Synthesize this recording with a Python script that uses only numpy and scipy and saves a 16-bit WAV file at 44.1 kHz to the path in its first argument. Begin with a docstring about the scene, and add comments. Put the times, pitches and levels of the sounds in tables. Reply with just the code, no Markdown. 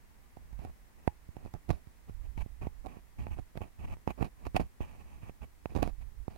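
"""In a quiet room, a wooden ear pick pokes and scrapes the mesh of the right capsule of a stereo microphone pair.
Each poke or slip is a short push on the grille; dragging makes dense stick-slip grains and a thin rub.
The left capsule hears it mainly through the ringing mount, which also rocks at a low pitch.
Contact sounds are pulses and noise shaped by resonances; quiet hiss and a fading midrange wash lie beneath."""
import sys
import numpy as np
from scipy.fft import rfft, irfft, next_fast_len
from scipy.io import wavfile
from scipy.ndimage import uniform_filter1d, map_coordinates

SR = 44100
rng = np.random.default_rng(int(sys.argv[2]) if len(sys.argv) > 2 else 0)


def output_pcm(signal):
    """Save a mono or channel-first signal as 16-bit PCM at the path in sys.argv[1].

    Samples are clipped to [-1, 1] before scaling.
    """
    pcm = np.clip(np.atleast_2d(signal).T, -1, 1) * 32767
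    wavfile.write(sys.argv[1], SR, np.round(pcm).astype(np.int16))


N = 281117  # length [samples]


def amp(db):
    """Logarithmic level: decibels to amplitude gain."""
    return 10 ** (np.asarray(db) / 20)


def unit(x):
    """Power normalisation: scale to rms 1."""
    return x / np.sqrt(np.mean(x ** 2) + 1e-20)


def noise(*shape):
    """White Gaussian noise: equal mean power at all frequencies."""
    return rng.standard_normal(shape + (N,))


def filtered(x, response):
    """Linear filtering: the spectrum of x times a complex response of frequency."""
    size = 2 * next_fast_len(N // 2 + SR // 4)  # zero padding leaves room for the ringing
    spectrum = rfft(x, size)
    hz = np.fft.rfftfreq(size, 1 / SR)
    return irfft(spectrum * response(hz), size)[..., :N]


def colour(points):
    """Minimum phase: a causal response through (frequency [Hz], level [dB]) points."""
    def response(hz):
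        f, db = np.transpose(points)
        level_db = np.interp(np.log(hz + 1), np.log(f), db)
        cepstrum = irfft(np.log(amp(level_db)))
        half = len(cepstrum) // 2
        # folding the cepstrum onto positive times makes the response causal
        cepstrum[1:half] *= 2
        cepstrum[half + 1:] = 0
        return np.exp(rfft(cepstrum))
    return response


def modes(table):
    """Modal superposition: a causal sum of (frequency [Hz], width [Hz], level [dB]) resonances."""
    def response(f):
        total = 0
        for k, (centre, width, db) in enumerate(table):
            resonance = 1j * f * width / (centre * centre - f * f + 1j * f * width)
            total = total + (-1) ** k * amp(db) * resonance  # successive modes alternate in sign
        return total
    return response


def boosted(points, table):
    """Resonant emphasis: a causal colour with narrow (frequency [Hz], width [Hz], level [dB]) peaks on top."""
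    def response(f):
        peaks = [1 + (amp(db) - 1) * modes([(centre, width, 0)])(f) for centre, width, db in table]
        return colour(points)(f) * np.prod(peaks, axis=0)
    return response


def grains(rate, spread_db):
    """Poisson-like impulses: tiny catches at random moments and of random size, rate a second."""
    happens = rng.random(N) < rate / SR
    sign = rng.choice([-1, 1], N)
    return happens * sign * amp(spread_db * noise())


def even(x, seconds):
    """Envelope normalisation: hold the running rms near 1 and keep the finer grain."""
    x = unit(x)
    size = max(int(seconds * SR), 2)
    power = uniform_filter1d(uniform_filter1d(x ** 2, size), size)
    return x / np.sqrt(np.abs(power) + 1e-3)


def wobble(rate):
    """Band-limited fluctuation: a smooth random curve, rate knots a second."""
    knots = rng.standard_normal(int(N * rate / SR) + 4)
    return map_coordinates(knots, [np.arange(N) * rate / SR])


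def add(track, s, sound):
    """Superposition: mix a short sound in at time s."""
    part = track[max(round(s * SR), 0):][:len(sound)]
    part += sound[:len(part)]


def gesture(start, length, attack, release, swell_db=0):
    """Exponential envelope of one movement: rise, a hold that swells or fades, fall."""
    t = np.arange(N) / SR - start
    outside = np.maximum(-t, 0) / attack + np.maximum(t - length, 0) / release
    near = outside < 10
    progress = np.clip(t[near] / length, 0, 1)
    gain = np.zeros(N)
    gain[near] = np.exp(-outside[near]) * amp(swell_db * (progress - .5))
    return gain


# spectrum of the quiet room and preamplifier: (frequency [Hz], relative density [dB per Hz])
FLOOR = [(20, -78.5), (60, -83), (120, -91.5), (250, -93.5), (600, -103.5), (950, -105), (1400, -108),
         (1950, -107), (2700, -113), (9000, -113.5), (16000, -115)]
# spectrum of a faint midrange wash in the room: (frequency [Hz], relative density [dB per Hz])
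WASH = [(300, -12.5), (950, 1), (1400, -5.5), (1950, -2), (2600, -8.5), (4000, -20)]
WASH_DB, WASH_FADE_DB_PER_S = -70.5, 0.46


def floor():
    """Incoherent noise: steady hiss, separate in each capsule, and a midrange wash that slowly fades."""
    hiss = amp(-61.0) * unit(filtered(noise(2), colour(FLOOR)))
    wash = unit(filtered(noise(2), colour(WASH)))
    wash_gain = amp(WASH_DB - WASH_FADE_DB_PER_S * np.arange(N) / SR)
    return hiss + wash_gain * wash


# strokes of the pick over the mesh, levels relative within each layer:
# (start [s], length [s], swell from start to end [dB], stick-slip [dB], smooth rub [dB],
#  mesh grit [dB], rocking of the mount [dB])
STROKES = [(0.377, .18, -6, -67, -82, -88, -56), (0.59, 0.068, 5, -49, -59.5, -72, -50),
           (0.659, 0.043, -2, -50.5, -67, -76, -45), (0.974, 0.16, -1, -61, -68, -90, -76),
           (1.347, 0.13, 10, -54, -65.5, -79, -54), (1.545, 0.015, 3, -40.5, -75, -83, -58),
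           (1.69, 0.022, 10, -29, -54, -56, -52), (1.727, 0.064, -16, -49, -68, -70, -52),
           (2.079, 0.018, 6, -49.5, -65, -82, -46), (2.236, 0.026, 6, -58.5, -60.5, -80, -50),
           (2.376, 0.044, 1, -51.5, -47.5, -64, -42), (2.617, 0.057, -10.5, -43, -52, -76, -39.5),
           (2.845, .025, 7.5, -40.5, -66, -78, -51.5), (2.883, 0.11, -6, -51, -59, -79, -58),
           (3.188, 0.099, -7, -50.5, -52.5, -73, -39.5), (3.309, 0.038, -7, -52.5, -53, -79, -40),
           (3.365, 0.03, 6, -44.5, -56.5, -72, -47), (3.555, .022, 11, -44, -59, -72, -51),
           (3.615, 0.068, -19, -47.5, -56, -81, -51), (3.792, 0.062, 6, -47.5, -51, -78, -41),
           (3.876, 0.062, 2, -48, -49.5, -71.5, -39.5), (4.081, 0.029, -0.5, -37.5, -42.5, -69, -45),
           (4.179, 0.049, 18.5, -35, -51, -68, -56), (4.245, 0.034, -14.5, -39.5, -51.5, -63, -46),
           (4.373, 0.071, 10, -57, -64.5, -82, -55), (4.453, 0.02, 3.5, -37, -45, -61, -39.5),
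           (4.552, 0.012, 0, -28, -44, -66, -54), (4.564, 0.0052, -3.5, -27, -30, -43, -31),
           (4.601, 0.02, -8, -29, -40.5, -56, -36.5), (4.631, 0.04, -16, -56, -63, -83, -43),
           (4.81, 0.037, -7, -46.5, -48, -84, -41), (4.844, .18, 0, -55, -57.5, -75, -52),
           (5.037, 0.18, -1, -61, -61.5, -82, -51.5), (5.222, 0.077, 1, -53.5, -53.5, -80, -49),
           (5.417, 0.026, -1, -45, -50.5, -75, -44), (5.698, 0.039, -1, -47, -60, -71, -46),
           (5.755, 0.055, -7.5, -32.5, -49, -59.5, -48), (5.825, 0.0083, 0, -22.5, -37, -53, -41),
           (5.838, 0.062, -9.5, -38.5, -55, -60, -52), (6.012, 0.019, -6, -55.5, -56.5, -72, -50),
           (6.304, 0.061, -5, -51.5, -62, -69.5, -55)]


def stroking(attack, release):
    """Energy addition: gains of stick-slip, rub, grit and rocking, summed in power over all strokes."""
    power = np.zeros((4, N))
    for start, length, swell_db, *levels_db in STROKES:
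        gain = gesture(start, length, attack, release, swell_db)
        near = gain > 0
        power[:, near] += np.outer(amp(levels_db), gain[near]) ** 2
    return np.sqrt(power)


# the hand leans on the capsule through the resting pick: (start [s], length [s], relative flexing [dB])
LEANS = [(0.507, 0.095, -37), (1.69, 0.055, -31), (2.109, 0.21, -34.5), (2.361, 0.074, -28.5),
         (2.462, 0.4, -41.5), (3.27, 0.15, -37), (5.784, 0.15, -29), (5.983, 0.25, -36.5)]


def leaning():
    """Quasi-static loading: the gain of the flexing rises and falls with the hand's pressure."""
    return sum(amp(db) * gesture(start, length, attack=0.0057, release=0.014) for start, length, db in LEANS)


# deep flexing of the pressed capsule: (frequency [Hz], relative density [dB per Hz])
FLEX = [(8, -8), (25, -0.5), (55, 2), (90, -12.5), (160, -31.5), (1000, -71)]
FLEX_PER_SLIP_DB, REST_FLEX_DB = -3.5, -53.5  # friction also flexes the capsule; the held pick is never quite still


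def flexing(friction):
    """Forced elastic deformation: pressure and friction drive low-frequency noise in the touched capsule."""
    touched = np.hypot(leaning(), amp(FLEX_PER_SLIP_DB) * friction) + amp(REST_FLEX_DB)
    return touched * even(filtered(noise(), colour(FLEX)), 0.11)


# rocking of the mount: (frequency [Hz], relative density [dB per Hz])
SWAY = [(10, -13), (35, -9), (68, 0.5), (95, -6.5), (150, -17), (260, -26), (1500, -76)]
# the arm of the mount swings at one pitch: (frequency [Hz], width [Hz], peak over the rocking colour [dB])
ARM = [(63.3, 18, 2.5)]
SWAY_ATTACK_S, SWAY_RELEASE_S = 0.0069, 0.021  # the heavy mount follows more slowly than the tip
REST_ROCK_DB = -72


def rumble():
    """Low-frequency resonance: the hand flexes the capsule and rocks the mount, swinging the capsules oppositely."""
    friction, _, _, rocking = stroking(SWAY_ATTACK_S, SWAY_RELEASE_S)
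    rocking = np.hypot(rocking, amp(REST_ROCK_DB))
    flex = flexing(friction)
    sway = rocking * even(filtered(noise(), boosted(SWAY, ARM)), 0.068)
    twist = rocking * even(filtered(noise(), colour(SWAY)), 0.012)
    left = 0.65 * twist - 0.6 * sway
    right = amp(-4.5) * flex + amp(2.0) * sway
    return np.array([left, right])


# smooth wood gliding on the mesh: (frequency [Hz], relative density [dB per Hz])
RUB = [(300, 3.5), (700, -3), (1500, -7.5), (2600, 5), (3100, -2), (3900, -19.5)]
# the capsule housing under a light rub: (frequency [Hz], width [Hz], peak over the rub colour [dB])
HOUSING = [(963, 68, 15.5), (1160, 120, 10.5), (1926, 60, -7.5)]


def smooth_rub(fibres):
    """Sliding friction: a dense run of tiny contacts excites the housing's resonances."""
    return even(filtered(fibres, boosted(RUB, HOUSING)), 0.018)


# stick-slip on the grille: (frequency [Hz], relative density [dB per Hz])
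SLIPS = [(40, -22), (140, 8.5), (280, 4), (480, -4), (700, -6.5), (950, -11.5), (1400, -18.5), (2200, -29),
         (4000, -47.5)]
# the cap of the grille: (frequency [Hz], width [Hz], peak over the stick-slip colour [dB])
GRILLE = [(627, 35, 3), (732, 39, 8), (900, 51, -4), (1109, 52, 6.5)]


def stick_slip(catches):
    """Stick-slip friction: each catch of the tip releases a pulse that rings the cap of the grille."""
    return even(filtered(catches, boosted(SLIPS, GRILLE)), 0.015)


# wood fibres on the wires: (frequency [Hz], relative density [dB per Hz])
GRIT = [(1000, 2.5), (2500, 5.5), (3200, -0.5), (4500, 1.5), (8000, -13.5), (11000, -8.5), (16000, -23)]
# single wires ringing: (frequency [Hz], width [Hz], peak over the grit colour [dB])
WIRES = [(3920, 350, 3), (5430, 88, 2), (9840, 200, 6), (10720, 220, 4.5)]


def rasp(x):
    """Resonant excitation: a broad crackle of the mesh with the wires ringing in it."""
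    return filtered(x, boosted(GRIT, WIRES))


# the mesh sings faintly when stroked lightly: (frequency [Hz], width [Hz], relative level [dB])
MESH = [(5870, 320, -4), (9100, 410, -1)]


def mesh_song(fibres):
    """Modal ringing: a light stroke keeps two bands of the mesh singing."""
    return even(filtered(fibres, modes(MESH)), 0.029)


# the mount as the left capsule hears it: (frequency [Hz], width [Hz], relative level [dB])
MOUNT = [(700, 50, -4), (838, 21, 4.5), (932, 41, 0.5), (1200, 92, -18.5), (1880, 104, -16),
         (2225, 150, -9.5), (2620, 140, -15.5)]


def mount_ring(excitation):
    """Structure-borne sound: contact forces excite the normal modes of the mount."""
    return filtered(excitation, modes(MOUNT))


STROKE_ATTACK_S, STROKE_RELEASE_S = 0.0031, 0.0059  # the tip bites and lifts
REST_RUB_DB = -84  # the held pick still rubs a little


def drag():
    """Friction-driven vibration: the tip catches and slips over the wires; a light touch rubs and sings."""
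    slip_gain, rub_gain, grit_gain, _ = stroking(STROKE_ATTACK_S, STROKE_RELEASE_S)
    rub_gain = np.hypot(rub_gain, amp(REST_RUB_DB))
    rub_gain = rub_gain * amp(3.14 * wobble(45))  # the tip never glides quite evenly
    catches = grains(rate=750, spread_db=5.0)
    fibres = grains(rate=2500, spread_db=4.5)
    slips = slip_gain * stick_slip(catches)
    rub = rub_gain * smooth_rub(fibres)
    grit = grit_gain * even(rasp(fibres + catches), 0.0065)
    light = rub_gain / (1 + slip_gain / amp(-61))  # firm pressure damps the mesh
    mesh = light * mesh_song(fibres)
    shake = np.hypot(amp(-7.5) * rub_gain, amp(-22.5) * slip_gain)
    ring = shake * even(mount_ring(fibres + .5 * catches), .025)
    travel_s = 0.00057  # along the mount
    ring = filtered(ring, lambda hz: np.exp(-2j * np.pi * hz * travel_s))
    left = ring + amp(-12) * grit - amp(-22) * slips
    right = amp(-2.0) * slips + amp(-6.5) * rub + amp(0.5) * grit + amp(-14.5) * mesh
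    return np.array([left, right])


# grille colour for a push: (frequency [Hz], relative level [dB])
PUSH = [(20, -26.5), (60, 3.5), (130, 3), (400, 1), (720, 2), (950, -0.5), (1450, -8), (2050, -2),
        (2550, 7.5), (3200, -9), (8000, -9.5)]


def thud(push):
    """Impulse response: the grille colours each contact force into a thud."""
    return amp(-3.0) * filtered(push, colour(PUSH))


# pokes and slips, levels relative within each layer:
# (time [s], push peak before colouring [dB], contact time [ms], crackle [dB], mount ring [dB])
POKES = [(0.3706, -32, 0.22, -67.5, -48), (0.529, -36, 0.79, -66, -43), (0.592, -33, 0.71, -66, -42),
         (0.6497, -26.5, 0.33, -58, -40), (1.077, -6, 0.19, -44.5, -22), (1.289, -31.5, 0.85, -70.5, -73.0),
         (1.3676, -26.5, 0.26, -64, -70.0), (1.4506, -32.5, 0.66, -65, -39),
         (1.461, -27.5, 0.23, -69, -58.0), (1.5393, -27.5, 0.54, -54.5, -40),
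         (1.549, -31.5, 0.66, -72, -51), (1.692, -18.5, 0.86, -55, -44), (1.7047, -8, 0.18, -45.5, -52),
         (1.71, -23, 1, -52, -54), (1.871, -36, 0.9, -72, -73.0), (2.0961, -31, 0.33, -68, -57),
         (2.3767, -24.5, 0.71, -63.5, -27), (2.4614, -30, 0.49, -77, -70), (2.6371, -34, 0.65, -64, -60),
         (2.6696, -18.5, 0.35, -61, -33), (2.8613, -32, 0.088, -57, -58.0), (2.8678, -23, 0.18, -57, -53),
         (2.9697, -32, 0.37, -73, -67), (3.2683, -22.5, 0.13, -68, -32), (3.3878, -25.5, 0.21, -63, -56),
         (3.3963, -28, 0.78, -65.5, -50), (3.5555, -28.5, 0.26, -70, -48), (3.5746, -23, 0.17, -54.5, -31),
         (3.6075, -29, 0.28, -72.0, -60), (3.618, -22.5, 0.3, -66, -56), (3.969, -38.5, 0.16, -76, -60),
         (4.0761, -9.5, 0.17, -51.5, -25), (4.1063, -21, 0.19, -52.5, -34), (4.2115, -18.5, 0.48, -59, -53),
         (4.2273, -14, 0.12, -54, -31), (4.4676, -19.5, 0.21, -52.5, -48), (4.5465, -17.5, 0.42, -57, -36),
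         (4.566, -15, 0.081, -39.5, -19.5), (4.5975, -13.5, 0.24, -77, -47), (4.806, -20, 0.3, -64, -46),
         (4.937, -49, 0.1, -74, -60), (5.232, -32, 1, -71, -53), (5.2952, -27, 0.25, -79, -44),
         (5.6577, -14, 0.13, -58.5, -38), (5.7515, -18, 0.31, -54.5, -52), (5.7639, -15, 0.28, -48.5, -53),
         (5.775, -21, 0.3, -54, -45), (5.79, -22.5, 0.6, -72, -37), (5.8282, -12.5, 0.16, -39, -24),
         (5.876, -21, 0.23, -52, -32), (6.2808, -19, 0.28, -60, -72), (6.361, -50, 0.1, -65, -60)]


def pokes():
    """Impact excitation: each contact pushes the grille, crackles on the wires and rings the mount."""
    push, crackle, blows = np.zeros((3, N))
    t = np.arange(SR // 20) / SR
    # the wires creak just before they let go
    build_up, release = np.exp(-t[::-1] / 0.0011), np.exp(-t / 0.00069)
    creaking = np.concatenate([build_up, release])
    for s, db, contact_ms, crackle_db, ring_db in POKES:
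        u = t * 1000 / max(contact_ms, .1)
        pulse = (u / 2) ** 2 * np.exp(2 - u)  # peaks at 1; a shorter contact is brighter
        add(push, s, amp(db) * pulse)
        add(crackle, s + 0.00064 - t[-1], amp(crackle_db + 4.0) * creaking)
        add(blows, s + 0.00067, amp([ring_db + 27]))
    bounce = filtered(push, modes([(78.3, 53, 0.43)]))  # the capsule springs back on its arm
    snap = crackle * even(rasp(noise()), 0.0038)
    creak = filtered(crackle * noise(), modes([(756, 102, 38.8)]))  # rough slips ring the cap
    left = mount_ring(blows) + amp(-55) * snap - amp(-16.0) * bounce
    right = thud(push) + bounce + snap + creak
    return np.array([left, right])


def scene():
    """Linear superposition: the contact sounds reach the capsules directly, so no reverberation is added."""
    return floor() + rumble() + drag() + pokes()


TOP_HZ = 15870


def record(dry):
    """Band limitation: the recorder keeps nothing above its upper limit."""
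    return filtered(dry, lambda hz: hz < TOP_HZ)


dry = scene()
out = record(dry)
output_pcm(out)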